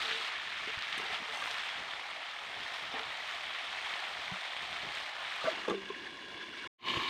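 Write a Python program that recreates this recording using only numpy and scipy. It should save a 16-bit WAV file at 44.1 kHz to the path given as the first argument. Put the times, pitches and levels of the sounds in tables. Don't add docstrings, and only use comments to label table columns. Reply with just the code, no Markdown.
import sys
import numpy as np
from scipy import signal
from scipy.fft import rfft, irfft, next_fast_len
from scipy.io import wavfile

SR = 44100
rng = np.random.default_rng(int(sys.argv[2]) if len(sys.argv) > 2 else 0)


def store_wav(level_fs):
    pcm = np.round(np.clip(np.atleast_2d(level_fs), -1, 1) * 32767)
    wavfile.write(sys.argv[1], SR, pcm.T.astype(np.int16))


def field_ratio(decibels):
    return 10 ** (np.asarray(decibels, dtype=float) / 20)


N = 312669
CUT_S, BACK_S = 6.6745, 6.78


def in_time(rows):
    s, *columns = np.transpose(rows)
    return [np.interp(np.arange(N) / SR, s, c) for c in columns]


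def rms_one(x):
    return x / np.sqrt(np.mean(x ** 2) + 1e-20)


def add(out, s, x):
    i = round(s * SR)
    out[i:i + len(x)] += x[:N - i]


def swells(rows):
    out = np.zeros((len(rows[0]) - 2, N))
    for s, length_s, *db in rows:
        shape = np.hanning(round(length_s * SR)) ** 0.23
        for curve, top_db in zip(out, db):
            add(curve, s, top_db * shape)
    return out


def drift(rate_hz):
    step, settle = 40, 2000
    r = np.exp(-80 * np.pi * rate_hz / SR)
    noise = rng.standard_normal(N // step + settle + 2)
    slow = signal.lfilter([1], [1, -2 * r, r * r], noise)[settle:]
    return np.interp(np.arange(N) / step, np.arange(len(slow)), rms_one(slow))


def colour(x, spectrum, lo_hz, hi_hz):
    size = next_fast_len(N)
    hz = np.maximum(np.fft.rfftfreq(size, 1 / SR), 1)
    point_hz, point_db = np.transpose(spectrum)
    gain = field_ratio(np.interp(np.log(hz), np.log(point_hz), point_db))
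    inside = (hz > lo_hz) & (hz < hi_hz)
    gain = gain / np.sqrt(np.sum(gain[inside] ** 2) / len(hz))
    return irfft(rfft(x, size) * gain, size)[:N]


def clicks(per_s, spread_db):
    out = np.zeros(N)
    born = np.flatnonzero(rng.random(N, np.float32) < per_s / SR)
    chance = rng.random(N, np.float32)[born] * 2 - 1
    size_db = spread_db * np.minimum(-np.log(abs(chance) + 1e-9), 4.5)
    out[born] = field_ratio(size_db) * np.sign(chance)
    return rms_one(out)


def hollow(x, modes):
    out, probe = x.copy(), 1 + np.zeros(512, complex)
    for hz, width_hz, level_db in modes:
        r = np.exp(-np.pi * width_hz / SR)
        b = field_ratio(level_db) * (1 - r * r) / 2 * np.array([1, 0, -1])
        a = [1, -2 * r * np.cos(2 * np.pi * hz / SR), r * r]
        out += signal.lfilter(b, a, x)
        probe += signal.freqz(b, a, np.linspace(1400, 4500, 512), fs=SR)[1]
    return out / np.sqrt(np.mean(np.abs(probe) ** 2))


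def strike(hits, modes):
    out, t = np.zeros(N), np.arange(SR // 3) / SR
    for s, peak_db, contact_ms in hits:
        luck_db = rng.normal(0, 2.5, len(modes))
        ring = 0
        for (hz, db, t60_s), d in zip(modes, luck_db):
            softness = 1 + (hz * contact_ms / 1000) ** 2
            ring = ring + field_ratio(db + d) / softness * np.sin(2 * np.pi * hz * t) * field_ratio(-60 * t / t60_s)
        add(out, s, field_ratio(peak_db - 8) * ring * (1 - np.exp(-t * 300 / contact_ms)))
    return signal.sosfilt(signal.butter(3, 160, "high", fs=SR, output="sos"), out + 1e-18)


def ring_once(out, s, peak_db, hz, rise_s, t60_s):
    t = np.arange(SR // 2) / SR
    swell = np.sin(np.pi / 2 * np.minimum(t / rise_s, 1)) ** 2
    decay = field_ratio(-60 * np.maximum(t - rise_s, 0) / t60_s)
    add(out, s, field_ratio(peak_db) * swell * decay * np.sin(2 * np.pi * hz * t))


def fade_in_db():
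    end_s, db_per_s, knee_s = 6.872, 421, 0.0049
    t = np.arange(N) / SR
    return -db_per_s * knee_s * np.logaddexp(0, (end_s - t) / knee_s)


def spatter(big_db, fine_db, finest_db):
    out, edges_hz = 0, 150 * 2 ** np.arange(0, 6.8, 1 / 3)
    surge_db = 0.067 * drift(4.8) + 1.0 * drift(100)
    cracks = clicks(250, spread_db=6.5)
    for low, high in zip(edges_hz, edges_hz[1:]):
        hz = np.sqrt(low * high)
        log_hz = np.log(hz)
        band = signal.butter(2, [low, high], "band", fs=SR, output="sos")
        bed = clicks(1.2 * hz * (1 + .17 * drift(40)), spread_db=3.0)
        single = clicks(.02 * hz, spread_db=0.5)
        single_share = np.interp(log_hz, np.log([500, 2500, 10000]), [.3, .45, .4])
        crack_share = np.interp(log_hz, np.log([600, 3000, 12000]), [.15, .35, .45])
        size = np.interp(log_hz, np.log([900, 1400, 3500, 7000, 12000]), [0, 1, 1, 2, 3])
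        size_db = 0
        for k, curve_db in enumerate([big_db, 0, fine_db, finest_db]):
            size_db = size_db + max(1 - abs(size - k), 0) * curve_db
        bursts = bed + single_share * single + crack_share * cracks
        out = out + field_ratio(surge_db + size_db + 0.52 * drift(2.3)) * signal.sosfilt(band, bursts)
    return rms_one(out)


def sizzle():
    # (time [s], share [0-1])
    cover = [
        (5.42, 0.),
        (5.55, .3),
        (5.68, .4),
        (5.76, 1.),
    ]
    # (time [s], level [dB])
    fry = [(0, -38.5), (.2, -41), (.4, -42), (.9, -40), (1.25, -42.5), (1.55, -39), (1.84, -43.5),
           (2.37, -45), (2.7, -42.5), (3.1, -43), (3.79, -41), (4.4, -42), (5.1, -42), (5.5, -41.5),
           (5.66, -47), (5.8, -48.5), (6.3, -48.5), (6.67, -45.5)]
    # (start [s], length [s], louder [dB], finer [dB], coarser [dB])
    spells = [(0, 0.055, 0.5, 2, 1), (.09, 0.06, 2.5, -2.5, 0.5), (0, 0.3, 1, 1.5, -1),
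              (.3, 0.13, 1.5, -3.5, -1.5), (.4, 0.24, 0, -1, -2), (.5, 0.35, 0.5, -1, -3.5),
              (.78, 0.22, .5, -1.5, -3), (1.105, 0.077, 3.5, -1.5, 1.5), (.21, .1, 0, 1, 1),
              (6.36, 0.097, 2.5, -2.5, -2.5), (6.5, 0.14, 1, -1, -3.5), (1.31, 0.23, -1.5, 3.5, 3.5),
              (1.42, 0.28, 0, 0.5, -0.5), (1.49, 0.043, 1, -0.5, -2), (2.2, 0.23, 0.5, -0.5, -2),
              (2.7, 0.13, 0.5, 1.5, 0.5), (2.92, 0.096, 1.5, -1, 6.5), (3.2, 0.2, 0.5, 1.5, 1.5),
              (3.84, 0.29, 1, -0.5, 0.5), (4.9, 0.13, 1, 0.5, 1), (5.08, 0.17, -2, 0, 2),
              (5.5, .1, -2, -2, 2.5), (5.77, 0.33, 1.5, -1, -1.5), (6.45, 0.12, 0, -0.5, -1),
              (6.8, 0.06, 2, -0.5, 2.5), (6.87, 0.04, -1, 0, 4.5), (6.91, 0.085, 1, 1.5, 2.5)]
    # (frequency [Hz], density [dB])
    open_spectrum = [(150, -57.5), (250, -16.5), (518, -11), (672, -3.5), (1070, -2), (1320, -1.5),
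                     (1630, -3), (1780, -1.5), (2150, -1), (2790, -3.5), (3680, -4.5), (5880, -19),
                     (8610, -29), (10800, -38), (12400, -38.5), (13600, -40), (15000, -34.5),
                     (15450, -31.5)]
    shut_spectrum = [(120, -27), (200, -7), (350, -2), (800, -12), (1060, -7.5), (1290, -11.5), (1640, -2),
                     (2200, -5.5), (3500, -7.5), (6000, -21), (7600, -27), (8800, -27), (12300, -46.5),
                     (15000, -39), (15450, -38.5)]
    near_spectrum = [(120, -39), (200, -13), (706, -25), (1060, -3.5), (1490, -17), (1670, -10.5),
                     (2990, -11.5), (3340, -9), (3660, -16.5), (5370, -26.5), (15800, -47.5)]
    # (frequency [Hz], width [Hz], level [dB])
    bowl_air = [(706, 234, -3.5), (1216, 600, -5.5), (1800, 320, -1.5), (2244, 500, -3.5), (3130, 1040, -1),
                (8640, 590, -1)]
    # (frequency [Hz], width [Hz], level over edge leak [dB])
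    lid_air = [(346, 100, -0.5), (1040, 150, 6.5), (1636, 104, 2.5), (2243, 79, 5), (2830, 170, 4.5),
               (3386, 104, 5.5), (4000, 110, -0.5), (4650, 120, -3), (5200, 130, -3.5), (5830, 110, -3),
               (6500, 109, -1)]
    near_air = [(351, 40, 11.5), (1088, 59, 2), (1750, 67, 4.3), (2330, 210, 8.6), (2960, 180, 11.7),
                (3700, 230, 11), (4160, 190, 9), (4670, 120, 4.1), (6000, 70, 4), (6600, 63, 4)]
    near_db, calm_db = -35.5, -43
    big_yield = 0.77
    sizes_db = (1.5, 1, 5), (3, -1, 0), (1, 0.5, -1.5)
    t = np.arange(N) / SR
    far = t < BACK_S
    shut, = np.clip(in_time(cover), 0, 1)
    fry_db, = in_time(fry)
    louder_db, finer_db, coarser_db = swells(spells)
    vigour_db = fry_db + louder_db
    big_db, fine_db, finest_db = (np.where(far, a + (b - a) * shut, c) for a, b, c in sizes_db)
    big_db = big_db + coarser_db - big_yield * (1 - shut) * (vigour_db - calm_db)
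    grains = spatter(big_db, fine_db + finer_db, finest_db + 1.37 * finer_db)

    uncovered = colour(hollow(grains, bowl_air), open_spectrum, 1400, 4500)
    covered = colour(hollow(grains, lid_air), shut_spectrum, 1400, 4500)
    before = np.sqrt(1 - shut) * uncovered + np.sqrt(shut) * covered
    sharp_end_s, sharp_db = 0.312, -8.5
    sharp = signal.sosfilt(signal.butter(1, [2900, 5030], "band", fs=SR, output="sos"), before)
    before = before + field_ratio(sharp_db) * sharp * np.clip((sharp_end_s - t) / .015, 0, 1)
    after = colour(hollow(grains, near_air), near_spectrum, 1400, 4500)
    return np.where(far, field_ratio(vigour_db) * before, field_ratio(near_db + fade_in_db()) * after)


def pops():
    # (time [s], peak [dB])
    bursts = [(0.115, -18), (0.148, -20), (0.2495, -26), (0.79, -23), (0.823, -36), (0.9275, -21),
              (1.1364, -24), (1.164, -29), (1.2994, -25), (1.44, -22), (1.4586, -17.5), (1.5124, -20),
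              (1.539, -26), (1.617, -33), (2.994, -22), (3.1048, -28), (3.411, -37), (3.678, -27.5),
              (3.9386, -21), (4.0348, -30), (6.885, -19), (6.943, -18), (7.0, -23), (0.543, -36),
              (1.1253, -33), (1.4197, -34), (1.8731, -39), (1.9098, -29), (1.936, -20), (2.2255, -33),
              (2.287, -26), (2.594, -34), (2.6334, -25), (2.8469, -32), (2.8863, -34), (3.1777, -35),
              (3.2, -30), (4.0028, -39), (4.2428, -27), (4.566, -21.5), (4.734, -28), (4.777, -27),
              (4.8893, -23), (4.9727, -21), (5.0404, -36)]
    out = np.zeros(N)
    for (s, peak_db), size in zip(bursts, np.resize([1, .7, 1.25], len(bursts))):
        ring_once(out, s, peak_db - 1.5, 2500 * size, rise_s=.00035, t60_s=0.0019)
    return out


def snaps():
    # (time [s], peak [dB], frequency [Hz])
    droplets = [(0.1426, -49, 8030), (0.1755, -52, 8480), (0.2294, -52, 8600), (0.979, -44, 10200),
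                (1.1308, -49, 8430), (1.2271, -54, 8430), (1.3214, -53, 8400), (1.3389, -47, 8380),
                (1.4192, -44, 8510), (1.5349, -52, 8450), (1.5773, -50, 8250), (2.0368, -57, 8310),
                (2.1051, -47, 8420), (2.7417, -48, 8740), (2.7801, -53, 8490), (3.0106, -53, 8380),
                (3.1717, -55, 8460), (3.4665, -53, 8600), (3.8856, -50, 8550), (3.9474, -56, 8230),
                (3.9794, -51, 8110), (4.0841, -50.5, 8500), (4.155, -52, 8200), (4.2926, -55, 8140),
                (4.3375, -55, 8340), (4.6753, -55, 8390), (4.7132, -54, 8120), (4.9506, -52, 8460),
                (5.229, -53, 8880), (5.2684, -54, 8150), (5.465, -59, 8600), (5.4755, -54, 8300),
                (5.5154, -54, 8450), (5.5643, -52, 8790), (.7905, -32, 4600), (.7912, -44, 6600),
                (.8235, -25, 4000), (1.5124, -25, 4600), (1.352, -47, 8300), (1.362, -48, 8900),
                (1.373, -46, 8200), (1.383, -47, 8700), (1.394, -47, 8400), (1.4395, -33, 3600),
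                (4.953, -42, 6850), (5.6825, -40, 5500), (5.7, -44, 7600), (5.712, -42, 5600)]
    out = np.zeros(N)
    for s, peak_db, hz in droplets:
        ring_once(out, s, peak_db, hz, rise_s=.0002, t60_s=.003)
    return out


def lid():
    # (time [s], peak [dB], contact [ms])
    landing = [
        (5.440, -33, .3),
        (5.452, -29, 0.25),
    ]
    seating = [
        (5.6828, -25, 0.26),
        (5.698, -28, 0.11),
        (5.707, -32, 0.1),
        (5.720, -38, 0.65),
        (5.738, -32, 0.53),
    ]
    # (frequency [Hz], level [dB], t60 [s])
    tilted = [(254, -9, 0.12), (543, 5.5, 0.2), (630, 9.5, 0.063), (1020, -5, 0.18), (1150, 2.5, 0.099),
              (1514, 2, 0.12), (2120, -17, .06)]
    seated = [(196, -13, 0.49), (344, -5, 0.12), (407, 2, 0.065), (461, 7.5, 0.074), (612, -2.5, 0.057),
              (840, -4, 0.079), (1090, -1, 0.1), (1180, -4, 0.075), (1630, -2, 0.054), (2550, -11, .04),
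              (3540, -3, 0.041), (6400, -20, .1), (8950, -30, .03)]
    return strike(landing, tilted) + strike(seating, seated)


def scrapes():
    # (start [s], length [s], level [dB], brightness [dB per octave])
    strokes = [(0.02, 0.33, -56, -7), (0.668, 0.054, -51.5, -4), (0.977, 0.13, -46, 5.5),
               (1.094, 0.11, -49.5, 6), (1.199, 0.047, -61, -16), (1.268, 0.092, -65, 9),
               (1.326, 0.2, -49, 14), (1.474, 0.061, -55, 18), (2.936, 0.03, -49, -3),
               (2.98, 0.063, -51, -2), (5.439, 0.082, -44.5, 1), (5.679, 0.057, -39.5, -5)]
    # (frequency [Hz], level [dB], t60 [s])
    wall = [(180, -23, 0.085), (279, -4, 0.043), (384, 3.5, 0.064), (453, 12.5, 0.11), (650, -4, 0.09),
            (770, 11.5, 0.056), (970, 4.5, 0.22), (1110, -8.5, 0.14), (1337, 7.5, 0.15), (1600, 6.5, 0.16),
            (2033, 10.5, 0.1), (2760, 7.5, 0.045), (3220, -9, 0.054), (6150, -15, 0.033), (7250, -29, .015),
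            (8600, -23, 0.013), (10300, -37, .012)]
    bright_top_hz, slips_per_s, size = 3500, 1500, SR // 3
    out = np.zeros(N)
    for s, length_s, level_db, bright_db in strokes:
        n = round(length_s * SR)
        slips = rng.standard_normal(size) * field_ratio(2.5 * rng.exponential(1, size))
        slips *= rng.random(size) < slips_per_s / SR
        slips[n:] = 1e-18
        slips[:n] *= np.sin(np.pi * np.linspace(0, 1, n) ** 0.55)
        rung = 0
        for hz, db, t60_s in wall:
            r, w = field_ratio(-60 / (t60_s * SR)), 2 * np.pi * hz / SR
            gain = field_ratio(db + bright_db * np.log2(min(hz, bright_top_hz) / 700)) * np.sin(w)
            rung = rung + signal.lfilter([0, gain], [1, -2 * r * np.cos(w), r * r], slips)
        add(out, s, field_ratio(level_db) * rung / np.std(rung[:n]))
    return signal.sosfilt(signal.butter(3, 170, "high", fs=SR, output="sos"), out + 1e-18)


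def sharp_ticks():
    # (time [s], ring peak [dB], crack peak [dB], dullness [0-1])
    ticks = [(0.9785, -35.5, -34, 0.6), (1.339, -59, -45, 0.5), (1.375, -57, -44, .6),
             (1.535, -60, -48, .4), (2.94, -56, -44, .66), (2.9886, -52.5, -48, .6),
             (4.9501, -52, -54, .45), (5.44, -70, -36, 0.8), (5.6818, -62, -24.5, 0.77),
             (5.6974, -62, -26, 0.71), (5.709, -60, -26, 0.88), (.367, -75, -62, .1), (.79, -70, -41, 0.7),
             (.897, -75, -51, .2), (1.135, -70, -50, .4), (1.305, -75, -58, .1), (1.355, -62, -46, .6),
             (1.392, -60, -45, .62), (1.419, -60, -44, .62), (1.512, -70, -42, 1), (1.578, -70, -55, .3),
             (7.085, -68, -40, 0.7), (2.3146, -75, -59, .1), (2.7896, -75, -57, .1), (2.8185, -75, -59, .1),
             (3.0106, -75, -57, .1), (3.2066, -75, -55, .1), (3.4775, -75, -59, .1), (3.7554, -75, -56, .1),
             (4.4553, -89, -61, .1), (4.6254, -75, -56, .1), (4.7117, -75, -60, .1), (4.9841, -75, -53, .1),
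             (5.0005, -75, -54, .1), (5.3592, -74, -49, .1), (5.4755, -70, -55, .3), (5.5154, -70, -52, .3),
             (.8225, -70, -42, 0.66), (2.09, -70, -46, .55), (5.6785, -70, -30, 1)]
    # (frequency [Hz], level [dB], t60 [s])
    blade = [(3220, -2, .03), (5300, -8, .04), (6110, -3, .07), (7400, -8, .05), (8400, -8, .05),
             (9200, -11, .05), (10200, -12, .05), (11300, -17, .03), (12600, -21, .03), (14200, -21, .03)]
    out = strike([(s, db, .02) for s, db, crack_db, dull in ticks], blade)
    t = np.arange(2000) / SR
    for s, db, crack_db, dull in ticks:
        low_pass = np.poly([np.clip(dull, 0, .9)] * 4)
        crack = signal.lfilter([1, -1], low_pass, rng.standard_normal(len(t)))
        add(out, s, field_ratio(crack_db - 10.5 - 60 * t / 0.027) * rms_one(crack))
    return out


def thuds():
    # (time [s], peak [dB], frequency [Hz], contact [ms])
    dull_knocks = [(.674, -45, 276, 1.5), (.675, -47, 422, 1.5), (.676, -49, 640, 3), (.773, -42, 95, 3),
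                   (.976, -46, 260, 1.9), (.977, -46, 413, 1.2), (.995, -40, 420, 5.2),
                   (1.03, -47, 400, 4.4), (1.098, -48, 715, 4), (1.128, -43, 790, 4.5),
                   (1.201, -47, 272, 2.9), (1.218, -44.5, 225, 5), (1.37, -47, 6150, 3),
                   (1.415, -32.5, 1183, 8.8), (1.416, -35, 1610, 12), (2.938, -33, 770, 9.4),
                   (2.938, -40, 263, 2.1), (2.961, -48, 420, 8.9), (3.025, -39, 770, 5.6),
                   (4.313, -37, 164, 11.3), (5.41, -36, 1255, 12), (5.466, -22.5, 640, 21.5),
                   (5.47, -31.5, 1175, 11), (5.65, -36, 1150, 4), (5.899, -32.5, 400, 6.1),
                   (5.9, -36.5, 1040, 5.3), (6.968, -32, 121, 4.5), (6.965, -40, 500, 6.2),
                   (5.44, -45, 150, 7.1), (5.464, -29.5, 532, 9), (5.679, -30, 483, 1.3),
                   (4.314, -48, 75, 9), (2.96, -34, 1800, 5), (3.105, -38, 1960, 8)]
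    out = np.zeros(N)
    for s, peak_db, hz, contact_ms in dull_knocks:
        ring_once(out, s, peak_db, hz, contact_ms / 1000, t60_s=0.038)
    return out


def rings():
    # (time [s], peak [dB], frequency [Hz], t60 [s])
    free_rings = [(.04, -48, 450, .48), (1.285, -47, 450, .15), (1.5, -51.5, 450, .18),
                  (1.365, -39.5, 2750, .12), (1.39, -47, 762, .45), (2.98, -42, 825, .1),
                  (4.29, -43.5, 1000, .25), (4.33, -43.5, 181, .11), (5.742, -36, 390, .3),
                  (5.75, -46, 366, .3), (5.722, -34, 470, .1), (5.714, -28, 345, .07),
                  (5.706, -30, 1170, .07), (5.736, -33, 435, .08), (6.788, -62, 1050, .5),
                  (5.698, -52, 6400, .05), (5.709, -53, 6850, .025), (5.698, -43, 3540, .025),
                  (5.753, -48, 3540, .15), (5.6845, -36, 2600, .02)]
    out = np.zeros(N)
    for s, peak_db, hz, t60_s in free_rings:
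        ring_once(out, s, peak_db, hz, 0.0336 * t60_s, t60_s)
    return out


def bird():
    # (time [s], peak [dB], start frequency [Hz])
    chips = [(5.826, -43, 2900), (5.939, -40.5, 2500), (6.061, -42, 2550), (6.182, -44, 2620),
             (6.288, -45, 2090), (6.41, -51, 1900), (6.524, -44.5, 1820), (6.630, -40, 1930)]
    rest_hz, start_share, cycles = 1007, 0.11, 33.7
    out = np.zeros(N)
    for s, peak_db, start_hz in chips:
        end_hz = rest_hz + start_share * start_hz
        n = round(cycles * SR / np.sqrt(start_hz * end_hz))
        phase = 2 * np.pi * np.cumsum(np.geomspace(start_hz, end_hz, n)) / SR
        add(out, s, field_ratio(peak_db) * np.hanning(n) ** 0.63 * np.sin(phase))
    return out


def yard():
    # (frequency [Hz], density [dB])
    air_spectrum = [(18, -49), (36, -20), (60, -11.5), (167, -11.5), (344, -15.5), (412, -9), (522, -20.5),
                    (700, -11.5), (910, -15), (1540, -120)]
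    # (start [s], length [s], level over the yard [dB])
    puffs = [(0, 0.099, 11), (.45, 0.48, 3.5), (1.3, 0.24, 0.5), (1.8, 1, -3.5), (2.95, 0.16, 6.5),
             (2.4, 0.36, 6), (3.6, 0.2, -3), (4.7, 0.36, 5.5), (5, 0.15, -10), (5.55, .13, 3),
             (5.75, 0.23, 7), (5.27, .16, 0), (.95, .3, -1), (3.25, 0.3, 3), (6.2, 0.25, 3),
             (6.94, 0.078, 3)]
    far_db, near_db = -66, -49.5
    gusts_db = 3.9 * drift(5.8) + 1.74 * drift(25) + swells(puffs)[0]
    far = np.arange(N) / SR < BACK_S
    level_db = np.where(far, far_db, near_db + 0.85 * fade_in_db()) - 4.5
    return field_ratio(level_db + gusts_db) * colour(rng.standard_normal(N), air_spectrum, 40, 333)


def scene():
    frying = sizzle() + pops() + snaps()
    metal = lid() + scrapes() + sharp_ticks() + thuds() + rings()
    return (frying + metal + bird() + yard())[None]


def top_cut(x):
    return signal.sosfilt(signal.butter(12, 16040, fs=SR, output="sos"), x)


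def record(dry):
    t = np.arange(N) / SR
    on = np.clip(np.maximum((CUT_S + .0005 - t) / .001, (t - BACK_S) / .01), 0, 1) ** 2
    band = signal.sosfilt(signal.ellip(12, .5, 50, 15490, fs=SR, output="sos"), dry * on)
    return top_cut(band)


dry = scene()
out = record(dry)
store_wav(out)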